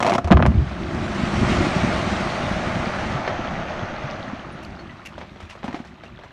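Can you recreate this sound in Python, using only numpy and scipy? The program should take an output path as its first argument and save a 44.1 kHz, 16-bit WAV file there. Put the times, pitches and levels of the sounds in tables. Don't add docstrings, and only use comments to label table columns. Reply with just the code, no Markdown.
import sys
import numpy as np
from scipy import signal
from scipy.fft import rfft, irfft, next_fast_len
from scipy.io import wavfile
from scipy.ndimage import uniform_filter1d, map_coordinates

SR = 44100
rng = np.random.default_rng(int(sys.argv[2]) if len(sys.argv) > 2 else 0)


def dump_mix(stems):
    frames = np.atleast_2d(stems).T
    limited = np.clip(frames, -1, 1)
    pcm = np.round(limited * 32767).astype(np.int16)
    wavfile.write(sys.argv[1], SR, pcm)


N = 278712

# [t/s, level/dB, treble level/dB]
DETONATORS = [(.004, -10, -27), (.0265, -7, -22.5), (.047, -9, -30), (.065, -8, -23), (.078, -9, -33),
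              (.096, -9, -24.5), (.109, -15.5, -38), (.1205, -7, -44), (.137, -12.5, -24.5),
              (.151, -9.5, -25), (.181, -8, -31.5), (.244, -21.5, -34.5), (.274, -15.5, -36.5)]
# [t/s, level/dB, f/Hz above which the overburden muffles them]
CHARGES = [(0.3051, -6.5, 1200), (0.3115, -5.5, 5000), (0.318, 2.5, 2400), (.324, -2.5, 6000),
           (.331, -9, 3500), (0.3711, -5.5, 3580), (0.394, -13, 1800), (.402, -8.5, 1800),
           (0.4251, -4, 3300), (0.454, -9, 3000), (.4637, -8, 12000), (.519, -18, 2580)]
# [t/s, level/dB, f/Hz]
HEAVES = [(.245, -17, 81), (.311, -1.5, 196.5), (.321, -4.5, 311), (.342, -5.5, 69.2), (.412, -11, 137),
          (.475, -13, 74), (.545, -12.5, 98), (.572, -9.5, 70), (.612, -14.5, 127)]
# [t/s, level/dB, f/Hz]
BOULDERS = [(1.52, -7, 207), (1.76, -11, 198), (2.51, -14, 208), (2.868, -13.5, 189), (3.145, -14, 132),
            (3.39, -16.5, 335), (3.824, -19.5, 104), (4.04, -20, 136), (4.275, -21.5, 235),
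            (4.33, -19.5, 262), (5.428, -29.5, 80.4), (5.642, -18, 210), (5.682, -18, 240),
            (5.742, -18, 300), (5.80, -22.5, 234), (6.132, -32.5, 106)]
# [t/s, level/dB, treble level/dB]
KNOCKS = [(3.277, -9, -54), (4.793, -29, -52), (5.18, -22, -44), (5.214, -22.5, -65), (5.36, -31, -60),
          (5.403, -27, -41), (5.497, -39, -36.5), (5.553, -27, -50), (5.631, -22, -52), (5.642, -19, -38),
          (5.68, -17.5, -45), (5.728, -24, -44), (5.745, -17.5, -41.5), (5.791, -26.5, -48),
          (5.849, -31.5, -45), (6.036, -27, -46.5), (6.19, -30.5, -60), (6.236, -28, -48)]
# [t/s, level/dB, f/Hz]
PINGS = [(3.279, -48, 2860), (4.52, -53, 9500), (4.789, -40.5, 4360), (4.892, -35, 1960),
         (5.058, -36, 2620), (5.491, -38, 2760), (6.06, -42, 2720)]
# [t/s, level/dB]
SCUFFS = [(4.625, -44.5), (5.051, -38.5), (5.489, -57)]

# [f/Hz, level/dB]
CRACK_SPECTRUM = [(59, -54), (100, -7), (258, -7), (293, -9), (370, 0.5), (429, -11), (697, 3), (808, -4),
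                  (1290, -6.5), (1550, -17), (2180, -16.5), (4860, -33.5), (5750, -31.5), (9150, -45.5),
                  (15500, -71)]
# [f/Hz, level/dB]
BANG_SPECTRUM = [(150, -25.5), (400, -2), (650, 4.5), (1280, -1), (2300, -10.5), (4400, -21), (7000, -25.5),
                 (10000, -38), (15500, -65)]
# [f/Hz, level/dB]
KNOCK_SPECTRUM = [(220, -22), (380, 0), (408, -5), (639, -1), (749, 0.5), (1350, -9.5), (1710, -9.5),
                  (2150, -10), (2630, -17.5), (3830, -21), (6260, -32), (12000, -77), (15600, -84),
                  (22000, -120)]
# [f/Hz, level/dB]
RUMBLE_SPECTRUM = [(13, -52), (22, -28), (59, -3), (150, -4.5), (201, -1), (278, -9), (354, -5.5),
                   (387, -9.5), (422, -21), (450, -27), (580, -46), (990, -120)]
# [f/Hz, level/dB]
STONES_SPECTRUM = [(240, -4.5), (400, -11), (456, -7), (639, 3), (757, -1.5), (874, -2), (945, -7.5),
                   (1280, -4.5), (1990, -10), (3620, -20.5), (4510, -21.5), (4940, -24), (6410, -19),
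                   (9000, -54), (11700, -74), (19800, -120)]
# [f/Hz, level/dB]
GRIT_SPECTRUM = [(710, -0.5), (1200, 9.5), (1620, -7.5), (1900, -1), (2770, -10), (4530, -17.5),
                 (4930, -21), (5610, -20.5), (9080, -33), (11500, -51.5), (14400, -67), (15500, -72)]
# [f/Hz, level/dB]
SCUFF_SPECTRUM = [(300, -30), (1800, 6), (2700, 13), (3500, -6), (6000, -2), (9000, -16), (11000, -11),
                  (15500, -28)]
# [f/Hz, level/dB]
AIR_SPECTRUM = [(20, -8.5), (70, 13), (300, -17), (1000, -5), (4000, -15.5), (8000, -77), (11000, -39.5),
                (15500, -52)]
# [f/Hz, t60/s]
PIT_DECAY = [(100, 1), (1000, 0.27), (4000, 0.24), (12000, 0.3)]

SLAP_S, SLAP_LOSS_DB, SLAP_TREBLE_LOSS_DB = .0075, 3, 9
BOUNCE_S, BOUNCE_LOSS_DB, BOUNCE_TREBLE_LOSS_DB = .02, 8, 4
PUFF_DB, PUFF_HZ = -14, 300
THUMP_DB, THUMP_HZ = -11, 240
BOOM_DB, BOOM_ATTACK_S, BOOM_HOLD_S = -19, 0.0098, 0.17
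BOOM_FADE_DB_PER_S, BOOM_TOP_HZ = 105, 240
FULL_FLOW_S = 1.52
SLUMP_S, SLUMP_WIDTH_S, SLUMP_DB = 3.07, 0.58, 1.5
GROUND_HZ = 1200
TOP_HZ = 15750


def blast():
    cracks = repeats(DETONATORS, SLAP_S, SLAP_LOSS_DB, SLAP_TREBLE_LOSS_DB, count=2)
    rattle = blows(cracks, CRACK_SPECTRUM, direct_db=-1.0, scatter_db=-6.0, scatter_t60=0.041,
                   spray_db=1.5, spray_t60=0.04, spray_hz=3000, vary_db=2.9)
    bangs = charges(scatter_db=-9.5, scatter_t60=0.046)
    puffs = amp(PUFF_DB) * gas_thumps(DETONATORS, PUFF_HZ, spread=0.24)
    thumps = amp(THUMP_DB) * gas_thumps(CHARGES, THUMP_HZ, spread=0.24)
    heave = amp(1.0) * thuds(HEAVES, cycles=0.91, rough=0.18)
    return rattle + bangs + puffs + thumps + heave + boom()


def charges(scatter_db, scatter_t60):
    track, t = np.zeros(N), np.arange(SR // 8) / SR
    front = pulse(BANG_SPECTRUM)
    for s, db, muffle_hz in CHARGES:
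        shape = band(front, muffle_hz, "low", order=3)
        shape /= np.abs(shape).max()
        decay = amp(scatter_db - 60 * t / scatter_t60)
        echoes = rng.standard_normal(len(t)) * decay / np.linalg.norm(shape)
        echoes[0] = 1
        add(track, s, amp(db) * signal.fftconvolve(echoes, shape))
    return track


def gas_thumps(shots, hz, spread):
    pushes = [(s, db, hz * np.exp(spread * rng.standard_normal())) for s, db, _ in shots]
    return thuds(pushes, cycles=1.0, rough=.2)


def thuds(table, cycles, rough):
    track, t = np.zeros(N), np.arange(SR // 4) / SR
    for s, db, hz in table:
        age = t * hz / cycles
        swell = age * np.exp(1 - age)
        crumble = colour(rng.standard_normal(len(t)), RUMBLE_SPECTRUM)
        push = np.sin(2 * np.pi * hz * t) + rough * crumble
        add(track, s, amp(db) * swell * push)
    return track


def boom():
    age = np.arange(N) / SR - CHARGES[0][0]
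    level_db = BOOM_DB - BOOM_FADE_DB_PER_S * np.maximum(age - BOOM_HOLD_S, 0)
    rumble = colour(rng.standard_normal(N), RUMBLE_SPECTRUM)
    ground = unit(band(rumble, BOOM_TOP_HZ, "low"))
    return ground * np.clip(age / BOOM_ATTACK_S, 0, 1) * amp(level_db)


def blows(table, spectrum, direct_db, scatter_db, scatter_t60, spray_db, spray_t60, spray_hz, vary_db):
    track, t = np.zeros(N), np.arange(SR // 8) / SR
    bright = band(pulse(CRACK_SPECTRUM), spray_hz, "high")
    front = band(1. * (t == 0), 4300, "low")
    for s, db, treble_db in table:
        shape = pulse([(hz, level + vary_db * rng.standard_normal()) for hz, level in spectrum])
        scatter_decay = amp(scatter_db - 60 * t / scatter_t60)
        echoes = rng.standard_normal(len(t)) * scatter_decay / np.linalg.norm(shape)
        echoes *= 1 - np.exp(-t / 0.00055)
        echoes += amp(direct_db) * front
        spray_decay = amp(spray_db - 60 * t / spray_t60)
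        spray = rng.standard_normal(len(t)) * spray_decay / np.linalg.norm(bright)
        body = amp(db) * signal.fftconvolve(echoes, shape)
        treble = amp(treble_db) * signal.fftconvolve(spray, bright)
        add(track, s, body + treble)
    return track


def repeats(table, gap_s, loss_db, treble_loss_db, count):
    gaps = gap_s * (.5 + rng.random((len(table), count)))
    return [(s + gap[:k].sum(), db - k * loss_db, treble_db - k * treble_loss_db)
            for (s, db, treble_db), gap in zip(table, gaps) for k in range(count)]


def pulse(spectrum, size=4096):
    hz = np.fft.rfftfreq(size, 1 / SR)
    cepstrum = irfft(np.log(amp(along(spectrum, hz)) + 1e-6))
    cepstrum[1:size // 2] *= 2
    cepstrum[size // 2 + 1:] = 0
    lag = np.exp(-4j * np.arctan(hz / GROUND_HZ))
    shape = irfft(np.exp(rfft(cepstrum)) * lag)
    return shape / np.abs(shape).max()


def rockslide():
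    t = np.arange(N) / SR
    boulders_db = flow_db(peak_db=-22, rise_db_per_s=13.5, fade_db_per_s=6.0, run_out_s=3.1,
                          settle_s=.3, settle_db=1.5, trickle_db=-56.5)
    stones_db = flow_db(peak_db=-25.5, rise_db_per_s=14.5, fade_db_per_s=2.5, run_out_s=4.07,
                        settle_s=1.44, settle_db=24, trickle_db=-59)
    stones_db = stones_db + SLUMP_DB * np.exp(-((t - SLUMP_S) / SLUMP_WIDTH_S) ** 2)
    grit_db = flow_db(peak_db=-29.5, rise_db_per_s=20.5, fade_db_per_s=6.5, run_out_s=3.11,
                      settle_s=0.16, settle_db=6.5, trickle_db=-66.5)
    surge = wobble(21)
    rumble = colour(hail(rate=900, spread_db=2.5), RUMBLE_SPECTRUM)
    boulders = rumble * amp(boulders_db + 2.26 * wobble(12))
    clatter = band(colour(hail(rate=6000, spread_db=1.0), STONES_SPECTRUM), 3740, "low")
    stones = patchy(clatter, depth_db=0.95) * amp(stones_db + 0.28 * surge)
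    hiss = band(colour(hail(rate=8000, spread_db=1.0), GRIT_SPECTRUM), 2590, "high")
    grit = patchy(hiss, depth_db=2.0) * amp(grit_db + 0.5 * surge)
    single_db = .5 * stones_db - 27.5
    single = chips(count=2000, centre_hz=2193, octaves=1.2, cycles=2.6, spread_db=5.0) * amp(single_db)
    loosened = np.clip(t / 0.29, 0, 1) ** 2
    return boulders + loosened * (stones + grit + single)


def flow_db(peak_db, rise_db_per_s, fade_db_per_s, run_out_s, settle_s, settle_db, trickle_db):
    t = np.arange(N) / SR
    swell = rise_db_per_s * np.maximum(FULL_FLOW_S - t, 0)
    ebb = fade_db_per_s * np.maximum(t - FULL_FLOW_S, 0)
    settling = settle_db * np.clip((t - run_out_s) / settle_s, 0, 1)
    return 20 * np.log10(amp(peak_db - swell - ebb - settling) + amp(trickle_db))


def hail(rate, spread_db):
    moment, weight, side = rng.random((3, N))
    size = np.minimum(-np.log(1 - weight), 5)
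    return (moment < rate / SR) * np.sign(side - .5) * amp(spread_db * size)


def patchy(x, depth_db, size=1024):
    z = signal.stft(x, nperseg=size)[2]
    field = uniform_filter1d(rng.standard_normal(z.shape), size=5, axis=0)
    field = uniform_filter1d(field, size=5, axis=1)
    return unit(signal.istft(z * amp(depth_db * unit(field)), nperseg=size)[1][:N])


def chips(count, centre_hz, octaves, cycles, spread_db):
    track, t = np.zeros(N), np.arange(SR // 50) / SR
    for when, pitch, size, turn in rng.random((count, 4)):
        hz = centre_hz * 2 ** (octaves * (2 * pitch - 1))
        life = t * hz / cycles
        ring = np.sin(2 * np.pi * (hz * t + turn)) * np.exp(-life) * (1 - np.exp(-t * hz))
        loudness = amp(-spread_db * np.log(size + 0.024)) * np.sqrt(centre_hz / hz)
        add(track, when * N / SR, ring * loudness)
    return unit(track)


def falling_rocks():
    contacts = repeats(KNOCKS, BOUNCE_S, BOUNCE_LOSS_DB, BOUNCE_TREBLE_LOSS_DB, count=3)
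    knocks = blows(contacts, KNOCK_SPECTRUM, direct_db=-2.0, scatter_db=-12.0, scatter_t60=0.093,
                   spray_db=0.0, spray_t60=0.12, spray_hz=2180, vary_db=2)
    landings = amp(-4.0) * thuds(BOULDERS, cycles=0.92, rough=.3)
    return knocks + landings


def pings():
    track, t = np.zeros(N), np.arange(SR // 8) / SR
    for s, db, hz in PINGS:
        drift = band(np.cumsum(rng.standard_normal(len(t))) * 0.094, 400, "low")
        envelope = amp(db - 60 * t / 0.091) * (1 - np.exp(-t / 0.0025))
        add(track, s, envelope * np.sin(2 * np.pi * hz * t + drift))
    return track


def scuffs():
    track, t = np.zeros(N), np.arange(SR // 6) / SR
    for s, db in SCUFFS:
        age = t / 0.011
        grains = rng.standard_normal(len(t)) * (rng.random(len(t)) < 1800 / SR)
        scrape = band(colour(grains, SCUFF_SPECTRUM), 12500, "low")
        add(track, s, amp(db) * age * np.exp(1 - age) * scrape)
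    return track


def pit_walls(x):
    hz, t, z = signal.stft(rng.standard_normal(SR), SR, nperseg=256)
    decay = amp(-60 * t / along(PIT_DECAY, hz)[:, None])
    tail = signal.istft(z * decay, SR, nperseg=256)[1]
    return signal.fftconvolve(x, tail / np.linalg.norm(tail))[:N]


def open_air():
    return colour(rng.standard_normal(N), AIR_SPECTRUM) * amp(-50 + 0.58 * wobble(2.37))


def amp(db):
    return 10 ** (np.asarray(db) / 20)


def unit(x):
    return x / np.sqrt(np.mean(x ** 2) + 1e-20)


def along(points, hz):
    f, v = np.transpose(points)
    return np.interp(np.log(hz + 1), np.log(f + 1), v)


def add(track, s, sound):
    start = max(0, round(s * SR))
    track[start:start + len(sound)] += sound[:N - start]


def wobble(rate):
    knots = rng.standard_normal(int(N * rate / SR) + 4)
    return map_coordinates(knots, [np.arange(N) * rate / SR])


def colour(x, spectrum):
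    m = next_fast_len(len(x) + SR // 10)
    gain = amp(along(spectrum, np.fft.rfftfreq(m, 1 / SR)))
    return unit(irfft(rfft(x, m) * gain, m)[:len(x)])


def band(x, hz, kind, order=2):
    sos = signal.butter(order, min(hz, SR / 2 - 1), kind, fs=SR, output="sos")
    return signal.sosfilt(sos, x)


def scene():
    hits = blast() + falling_rocks() + pings()
    answer = amp(-16.0) * pit_walls(hits)
    return (hits + answer + rockslide() + scuffs() + open_air())[None]


def record(dry):
    ceiling = .72
    clipped = dry / (1 + np.abs(dry / ceiling) ** 8) ** (1 / 8)
    m = next_fast_len(N + SR // 2)
    in_band = np.fft.rfftfreq(m, 1 / SR) < TOP_HZ
    return irfft(rfft(clipped, m) * in_band, m)[..., :N]


dry = scene()
out = record(dry)
dump_mix(out)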